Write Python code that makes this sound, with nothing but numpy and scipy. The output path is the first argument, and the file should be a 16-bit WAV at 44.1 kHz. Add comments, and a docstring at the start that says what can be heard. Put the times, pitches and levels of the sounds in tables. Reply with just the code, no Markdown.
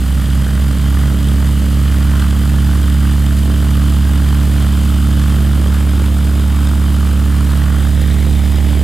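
"""A light aircraft idles on a grass airfield, heard from the side, a few metres off; a second one idles farther back.
The near four-cylinder engine gathers speed just after starting, so its throb against the far one slows and fades.
Firing tones drone, filtered noise bursts tick as valve gear, and a geared three-blade propeller chops the air
as pulses and gated noise. Near the end the microphone swings away, which shifts the ground echo; a little wind
buffets it as low noise."""
import sys
import numpy as np
from scipy import signal
from scipy.fft import rfft, irfft, next_fast_len
from scipy.io import wavfile

SR = 44100
rng = np.random.default_rng(int(sys.argv[2]) if len(sys.argv) > 2 else 0)


def file_out(sig):
    """Save sig as 16-bit WAV at sys.argv[1]."""
    # one column per channel
    cols = np.atleast_2d(sig).T
    # limit, then scale
    lim = np.clip(cols, -1, 1)
    pcm = np.round(lim * 32767).astype(np.int16)
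    wavfile.write(sys.argv[1], SR, pcm)


N = 389403


def from_db(db):
    """Decibels to gain."""
    return 10 ** (np.asarray(db) / 20)


def rms_one(x):
    """Scale to unit power."""
    return x / np.sqrt(np.mean(x ** 2) + 1e-20)


def in_time(rows):
    """Each column of a curve, at every sample."""
    time_s, *columns = np.transpose(rows)
    return [np.interp(np.arange(N) / SR, time_s, column) for column in columns]


def at_bins(points):
    """A table over log frequency, read at every bin."""
    hz, value = np.transpose(points)
    bin_hz = np.fft.rfftfreq(next_fast_len(N), 1 / SR)
    return np.interp(np.log(bin_hz + 1), np.log(hz), value)


def shape(x, gain):
    """Filter with one gain per bin."""
    size = next_fast_len(N)
    return irfft(rfft(x, size) * gain, size)[..., :N]


def drift(rate_hz):
    """Slow chance with a spread of 1: noise through two equal poles, drawn every 40 samples."""
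    r = np.exp(-2 * np.pi * rate_hz * 40 / SR)
    noise = rng.standard_normal(N // 40 + 2002)
    slow = signal.lfilter([1], [1, -2 * r, r * r], noise)[2000:]  # settled part
    return np.interp(np.arange(N) / 40, np.arange(len(slow)), rms_one(slow))


# Likeness of the two microphone ports. Each row: frequency in Hz, left-right likeness (0-1).
PORT_LIKENESS = [(200, .99), (500, 0.83), (1200, 0.98), (2500, 0.98), (4000, 1), (8000, 0.81),
                 (13000, 0.84)]


def air():
    """White noise at both ports, their likeness varying with frequency."""
    alike = np.clip(at_bins(PORT_LIKENESS), 0, 1)
    mid, side = rng.standard_normal((2, N))
    return shape(mid, np.sqrt(1 + alike)) + shape(side, np.sqrt(1 - alike)) * [[1], [-1]]


def colour(x, spectrum):
    """Filter x by a table of gains in dB; unit power."""
    return rms_one(shape(x, from_db(at_bins(spectrum))))


def resonate(x, hz, width_hz):
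    """A resonance with gain 1 on top."""
    r = np.exp(-np.pi * width_hz / SR)
    zeros = np.array([1, 0, -1]) * (1 - r * r) / 2
    poles = [1, -2 * r * np.cos(2 * np.pi * hz / SR), r * r]
    return signal.lfilter(zeros, poles, x)


def ring(force, modes):
    """A metal casing answers a force with its resonances, alternating in sign; unit power."""
    total = 0
    for k, (hz, width_hz, db) in enumerate(modes):
        total += (-1) ** k * from_db(db) * resonate(force, hz, width_hz)
    return rms_one(total)


def pan(x, balance_db):
    """Lean left (positive) or right, keeping the centre level."""
    gains = from_db(balance_db * np.array([[1], [-1]]) / 2)
    return x * gains / gains.mean(axis=0)


def strengths(turns, spread_db):
    """A new random gain for every whole turn."""
    turn = np.floor(turns - np.floor(turns.min())).astype(int)
    return from_db(spread_db * rng.standard_normal(size=2048))[turn]


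def swell(turns, width):
    """A rounded peak in the middle of every turn."""
    return 1 / (1 + (np.cos(np.pi * turns) / (np.pi * width)) ** 2)


def bump(at_s, length_s):
    """A smooth rise and fall of height 1; its length is taken at half height."""
    return .5 ** ((2 * (np.arange(N) / SR - at_s) / length_s) ** 2)


def ground_echo(x, delay_ms, strength):
    """The grass returns a late, weaker copy that combs the sound; unit power."""
    now = np.arange(N)
    then = now - delay_ms * SR / 1000
    late = np.array([np.interp(then, now, side) for side in x])
    return rms_one(x + strength * late)


# Near engine speed. Each row: time in s, firings per s.
FIRING_HZ = [(0, 66.95), (.48, 68.08), (.87, 69.67), (1.6, 70.11), (2.25, 71.06), (4.6, 71.45),
             (5.1, 71.63), (7, 72.18), (7.4, 71.85), (8.83, 72.5)]
# Microphone, carried aside, then swung away. Each row: time in s, way aside (0-1), swing (0-1).
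MICROPHONE_PATH = [(5.1, 0, 0), (6.2, .9, 0), (7.3, 0.7, 0.2), (8.1, 0.45, 1)]
# Layer levels before each layer's own trim. Each entry: dB at idle, dB more per extra firing per s,
# dB change once aside, dB change once swung away.
LAYER_DB = {"tone": (-11, 0.48, -1.2, -0.5), "overtones": (-18.5, 0.54, -1.63, -1.5),
            "thrum": (-38.5, -0.2, 2.5, 1.5), "swish": (-35, 0.6, -0.94, -0.6),
            "valves": (-37.5, 0.1, -2.3, 1.3), "hiss": (-38, 0.14, -0.9, -0.3)}
IDLE_FIRING_HZ = 71.5


def loudness(layer):
    """A layer's level in dB follows the engine speed and where the microphone is."""
    idle_db, speed_db, aside_db, swing_db = LAYER_DB[layer]
    firing_hz, = in_time(FIRING_HZ)
    aside, swing = in_time(MICROPHONE_PATH)
    return idle_db + speed_db * (firing_hz - IDLE_FIRING_HZ) + aside_db * aside + swing_db * swing


# Exhaust overtones. Each row: multiple of the four-stroke cycle rate, relative level in dB.
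EXHAUST_ORDERS = [(3, -20), (5, -38), (6, -3.5), (7, -19), (8, 1.5), (9, -23), (10, -1), (12, -1),
                  (13, -21), (14, -18.5), (15, -22), (16, -5.5), (17, -25), (18, -27), (20, -31), (21, -37),
                  (34, -30.5), (35, -32), (37, -25), (47, -28)]
# Burble spectrum. Each row: frequency in Hz, gain in dB.
BURBLE_SPECTRUM = [(25, -23), (50, -23), (100, -1.5), (150, -4), (250, -2.5), (330, -2.5), (420, -29),
                   (700, -30.5)]
# Cold cylinders fire unevenly, then settle: spread of strength (0-1) cold and warm.
COLD_STUMBLE, WARM_STUMBLE, SETTLE_S = 0.11, 0.029, 1.6
# Left minus right, and its change once swung away.
EXHAUST_BALANCE_DB, SWING_BALANCE_DB = -2.8, -3.0


def exhaust(cycle, muffler_hz=108, muffler_width_hz=25, waver=0.066, burble_db=-15, tone_lead_rad=0.45):
    """Firing tone and overtones; uneven firings make them waver and burble."""
    tone_db, overtone_db = loudness("tone"), loudness("overtones")
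    _, swing = in_time(MICROPHONE_PATH)
    balance_db = EXHAUST_BALANCE_DB + SWING_BALANCE_DB * swing
    stumble = WARM_STUMBLE + (COLD_STUMBLE - WARM_STUMBLE) * np.exp(-np.arange(N) / SR / SETTLE_S)
    mean_cycle_hz = cycle[-1] * SR / N
    cycle = cycle - .024  # the pulses need time to run down the pipe
    overtones = 0
    for order, db in EXHAUST_ORDERS:
        order_hz = order * mean_cycle_hz
        # above its resonance the muffler swings against the pulses
        lag_rad = np.arctan2(order_hz * muffler_width_hz, muffler_hz ** 2 - order_hz ** 2)
        if order % 4 > 0:
            lag_rad -= np.pi / 2  # unequal pipes add the orders in between, a quarter turn ahead
        strength = from_db(db) * (1 + (waver + stumble) * drift(6.8))
        overtones += strength * np.cos(2 * np.pi * order * cycle - lag_rad + waver * drift(8.5))
    firing_rad = 2 * np.pi * 4 * cycle
    tone = np.sqrt(2) * np.cos(firing_rad + tone_lead_rad) * (1 + stumble / 2 * drift(19))
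    burble = colour(rng.standard_normal(N) * swell(4 * cycle + .5, width=.3), BURBLE_SPECTRUM)
    rich = rms_one(overtones) + from_db(burble_db) * burble
    return pan(from_db(tone_db) * tone + from_db(overtone_db + 0.7) * rich, balance_db)


# Valves closing. Each row: share of the cycle, relative level in dB.
VALVE_CLOSINGS = [(.0, 6), (0.253, 6), (0.491, 1), (0.761, -24)]
# Cylinder head rings. Each row: frequency in Hz, width in Hz, relative level in dB.
HEAD_RINGS = [(3440, 430, 5), (4100, 270, -5), (4900, 150, 1.5), (6600, 590, -7), (8330, 660, 1)]
# Gearbox rings. Each row: frequency in Hz, width in Hz, relative level in dB.
GEARBOX_RINGS = [(2970, 150, -4), (3164, 56, 1), (3670, 420, -7)]


def valve_gear(cycle, level_db, echo_ms, decay_cycles=0.024, clatter=0.46, valve_db=-4, gear_db=-3):
    """Valves snap shut in turn and ring the heads; the gears rattle twice a cycle and make their housing whirr."""
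    knocks = 0
    for at, db in VALVE_CLOSINGS:
        since = (cycle - at) % 1
        knocks += from_db(db) * strengths(cycle - at, spread_db=4.0) * np.exp(-since / decay_cycles)
    valves = ring(air() * (knocks + clatter), HEAD_RINGS)
    rattle = swell(2 * cycle + 0.64, width=0.24) * strengths(2 * cycle + 0.5, spread_db=2.0)
    gears = ring(air() * (0.23 + rattle), GEARBOX_RINGS)
    metal = from_db(valve_db) * valves + from_db(gear_db) * gears
    return pan(from_db(level_db - 0.5) * ground_echo(metal, echo_ms, strength=0.31), balance_db=-0.5)


# Propeller tones. Each row: multiple of the blade rate, level in dB.
BLADE_HARMONICS = [(1, -39.5), (2, -35), (3, -39.5), (4, -41), (5, -40), (6, -48.5)]


def blade_tones(blade, waver=0.44):
    """Each blade pushes a pressure pulse; gusty inflow makes its harmonics waver."""
    tones = 0
    for order, db in BLADE_HARMONICS:
        strength = from_db(db) * (1 + waver * drift(5))
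        tones += strength * np.sin(2 * np.pi * order * (blade - .5) + waver * drift(3.0))
    return np.sqrt(2) * tones


# Eddies drawn through the propeller. Each row: time in s, length in s, thrum swell in dB, swish swell in dB.
INFLOW_EDDIES = [(.5, 0.15, 4, 2.5), (1.126, 0.21, 3, 3), (1.442, 0.23, 4, .3), (2.074, .5, 1, 3),
                 (2.818, 0.19, 0.5, 1.6), (3.53, 0.28, 3, -1), (4.44, 0.49, 3, 0), (5.61, 0.64, 3, 2),
                 (6.595, 0.42, -1, 2), (7.6, 0.45, 0.5, 3), (8.147, 0.23, 2.5, 2), (8.75, .35, 3.5, 2)]


def inflow(unrest_db=1.0):
    """How many dB the large eddies and the small unrest of the air add to the thrum and to the swish."""
    swells = 0
    for at_s, length_s, thrum_db, swish_db in INFLOW_EDDIES:
        swells += bump(at_s, length_s) * np.array([[thrum_db], [swish_db]])
    return swells + unrest_db * np.array([drift(5.4), drift(5)])


# Low puff spectrum. 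Each row: frequency in Hz, gain in dB.
THRUM_SPECTRUM = [(230, -10.5), (330, 5.5), (450, 3), (650, 3), (740, -7), (1000, -28.5)]
# Swish spectrum. Each row: frequency in Hz, gain in dB.
SWISH_SPECTRUM = [(500, -44), (780, 3.5), (900, 0.5), (1200, 2), (1600, -1.5), (2000, -2), (2600, -10.5),
                  (4000, -14.5), (9000, -24), (16000, -33)]


def blade_chop(blade, thrum_db, swish_db, echo_ms, slap_db=-.5, crack_db=-9.5, echo_strength=0.36):
    """Every blade that sweeps towards the listener throws a sharp pressure pulse, a low puff and a swish."""
    passing = blade + .011 * drift(8)
    slap = swell(passing + .06, width=.02) * strengths(blade, spread_db=1.2)
    crack = swell(passing, width=.004) * strengths(blade, spread_db=1.0)
    puff = air() * (0.54 + swell(blade + .06, width=0.18))
    rush = air() * (.36 + swell(blade, width=.13) * strengths(blade, spread_db=.9))
    thrum = rms_one(colour(puff, THRUM_SPECTRUM) + from_db(slap_db) * colour(slap, THRUM_SPECTRUM))
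    swish = colour(rush, SWISH_SPECTRUM) + from_db(crack_db) * colour(crack, SWISH_SPECTRUM)
    swish = ground_echo(swish, echo_ms, echo_strength)
    low = pan(from_db(thrum_db + 1.5) * thrum, balance_db=-2.5)
    high = pan(from_db(swish_db + 0.4) * swish, balance_db=-0.8)
    return low + high


# Blade tip hiss spectrum. Each row: frequency in Hz, gain in dB.
HISS_SPECTRUM = [(1500, 3.5), (2300, 2.5), (3100, 2.5), (3900, -2), (5000, 0.5), (5600, -7.5), (7200, 0),
                 (8600, 0), (9600, -1), (12300, -1), (14000, -5), (15600, -34.5)]


def hiss(blade, level_db, flutter=0.88, whip=.8, shimmer_db=.5):
    """Air tears off the blade tips; one of the three blades whips louder on each turn of the propeller."""
    turn = blade / 3
    one_blade = swell(turn + .44, width=.04)
    uneven = strengths(blade, spread_db=3.0)
    gate = 1.87 + flutter * swell(blade + 0.16, width=0.1) * uneven + whip * one_blade
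    gain = from_db(level_db + 3.5 + shimmer_db * drift(11))
    return pan(gain * colour(air() * gate, HISS_SPECTRUM), balance_db=0.2)


# Far exhaust tones. Each row: multiple of the far firing rate, relative level in dB.
FAR_EXHAUST_TONES = [(1, -32.5), (2, -29.5), (3, -44)]
# Far aircraft loudness. Each row: time in s, gain in dB.
FAR_LOUDNESS_DB = [(0, 3), (1.15, 2), (1.7, -5), (8.83, -6)]
FAR_FIRING_HZ = 72.1


def far_aircraft():
    """Only the lowest exhaust tones carry this far; they beat against those of the near engine."""
    level_db, = in_time(FAR_LOUDNESS_DB)
    firings = FAR_FIRING_HZ * np.arange(N) / SR - .05
    tones = sum(from_db(db) * np.cos(2 * np.pi * k * firings) for k, db in FAR_EXHAUST_TONES)
    return pan(np.sqrt(2) * from_db(level_db) * tones, balance_db=-1.5)


# Puffs of wind on the microphone. Each row: time in s, length in s, level in dB.
WIND_PUFFS = [(0, .12, -34), (4.58, .2, -40), (6.55, .3, -43), (8.02, .12, -34), (8.32, .1, -27),
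              (8.52, .12, -29), (8.82, .1, -30)]
BREEZE_DB = -51


def wind(low_hz=22, corner_hz=44):
    """Lumpy pressure on the microphone ports: a faint breeze and a few puffs."""
    pressure = from_db(BREEZE_DB)
    for at_s, length_s, db in WIND_PUFFS:
        pressure = pressure + from_db(db) * bump(at_s, length_s)
    eddies = rng.standard_normal(N) + .3 * rng.standard_normal((2, N))  # shared plus separate
    band = signal.butter(2, [low_hz, corner_hz], "band", fs=SR, output="sos")
    rumble = signal.sosfilt(band, eddies)
    return pan(pressure * rms_one(rumble), balance_db=-3.0)


# Ground echo. Each row: time in s, propeller delay in ms, engine delay in ms.
GROUND_DELAYS_MS = [(0, 0.63, 0.68), (5, 0.71, 0.64), (6.6, .76, 0.584), (7.5, 0.69, 0.74),
                    (7.9, 0.62, 0.55), (8.3, 0.37, 0.5), (8.83, 0.42, 0.66)]
BLADES_PER_CYCLE = 2.64


def scene():
    """One crankshaft drives the near aircraft: four firings a cycle, and the propeller through its gearbox."""
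    firing_hz, = in_time(FIRING_HZ)
    cycle = np.cumsum(firing_hz) / (4 * SR) - .085
    blade = BLADES_PER_CYCLE * cycle - .1
    eddy_thrum_db, eddy_swish_db = inflow()
    propeller_echo_ms, engine_echo_ms = in_time(GROUND_DELAYS_MS)
    engine = exhaust(cycle) + valve_gear(cycle, loudness("valves"), engine_echo_ms)
    thrum_db = loudness("thrum") + eddy_thrum_db
    swish_db = loudness("swish") + eddy_swish_db
    chop = blade_chop(blade, thrum_db, swish_db, propeller_echo_ms)
    propeller = blade_tones(blade) + chop + hiss(blade, loudness("hiss"))
    return engine + propeller + far_aircraft() + wind()


# Phase between the microphone ports. Each row: frequency in Hz, radians by which the left leads.
# On the log axis 0 Hz is infinitely far down, so the second row's phase holds below it.
PORT_LEAD_RAD = [(0, 0), (430, 0.15), (690, 0.7), (1030, -0.54), (1460, 0.0055), (5770, -0.3), (6200, 0.0),
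                 (6980, -0.093), (9470, 0.058), (11600, -0.2), (15200, -0.68)]
CUTOFF_HZ = 15600


def record(dry):
    """The two ports hear slightly out of step; the top is cut steeply."""
    lead_rad = at_bins(PORT_LEAD_RAD) * np.array([[1], [-1]]) / 2
    ports = shape(dry, np.exp(1j * lead_rad))
    steep = signal.ellip(12, .1, 90, CUTOFF_HZ, fs=SR, output="sos")
    return signal.sosfilt(steep, ports)


dry = scene()
out = record(dry)
file_out(out)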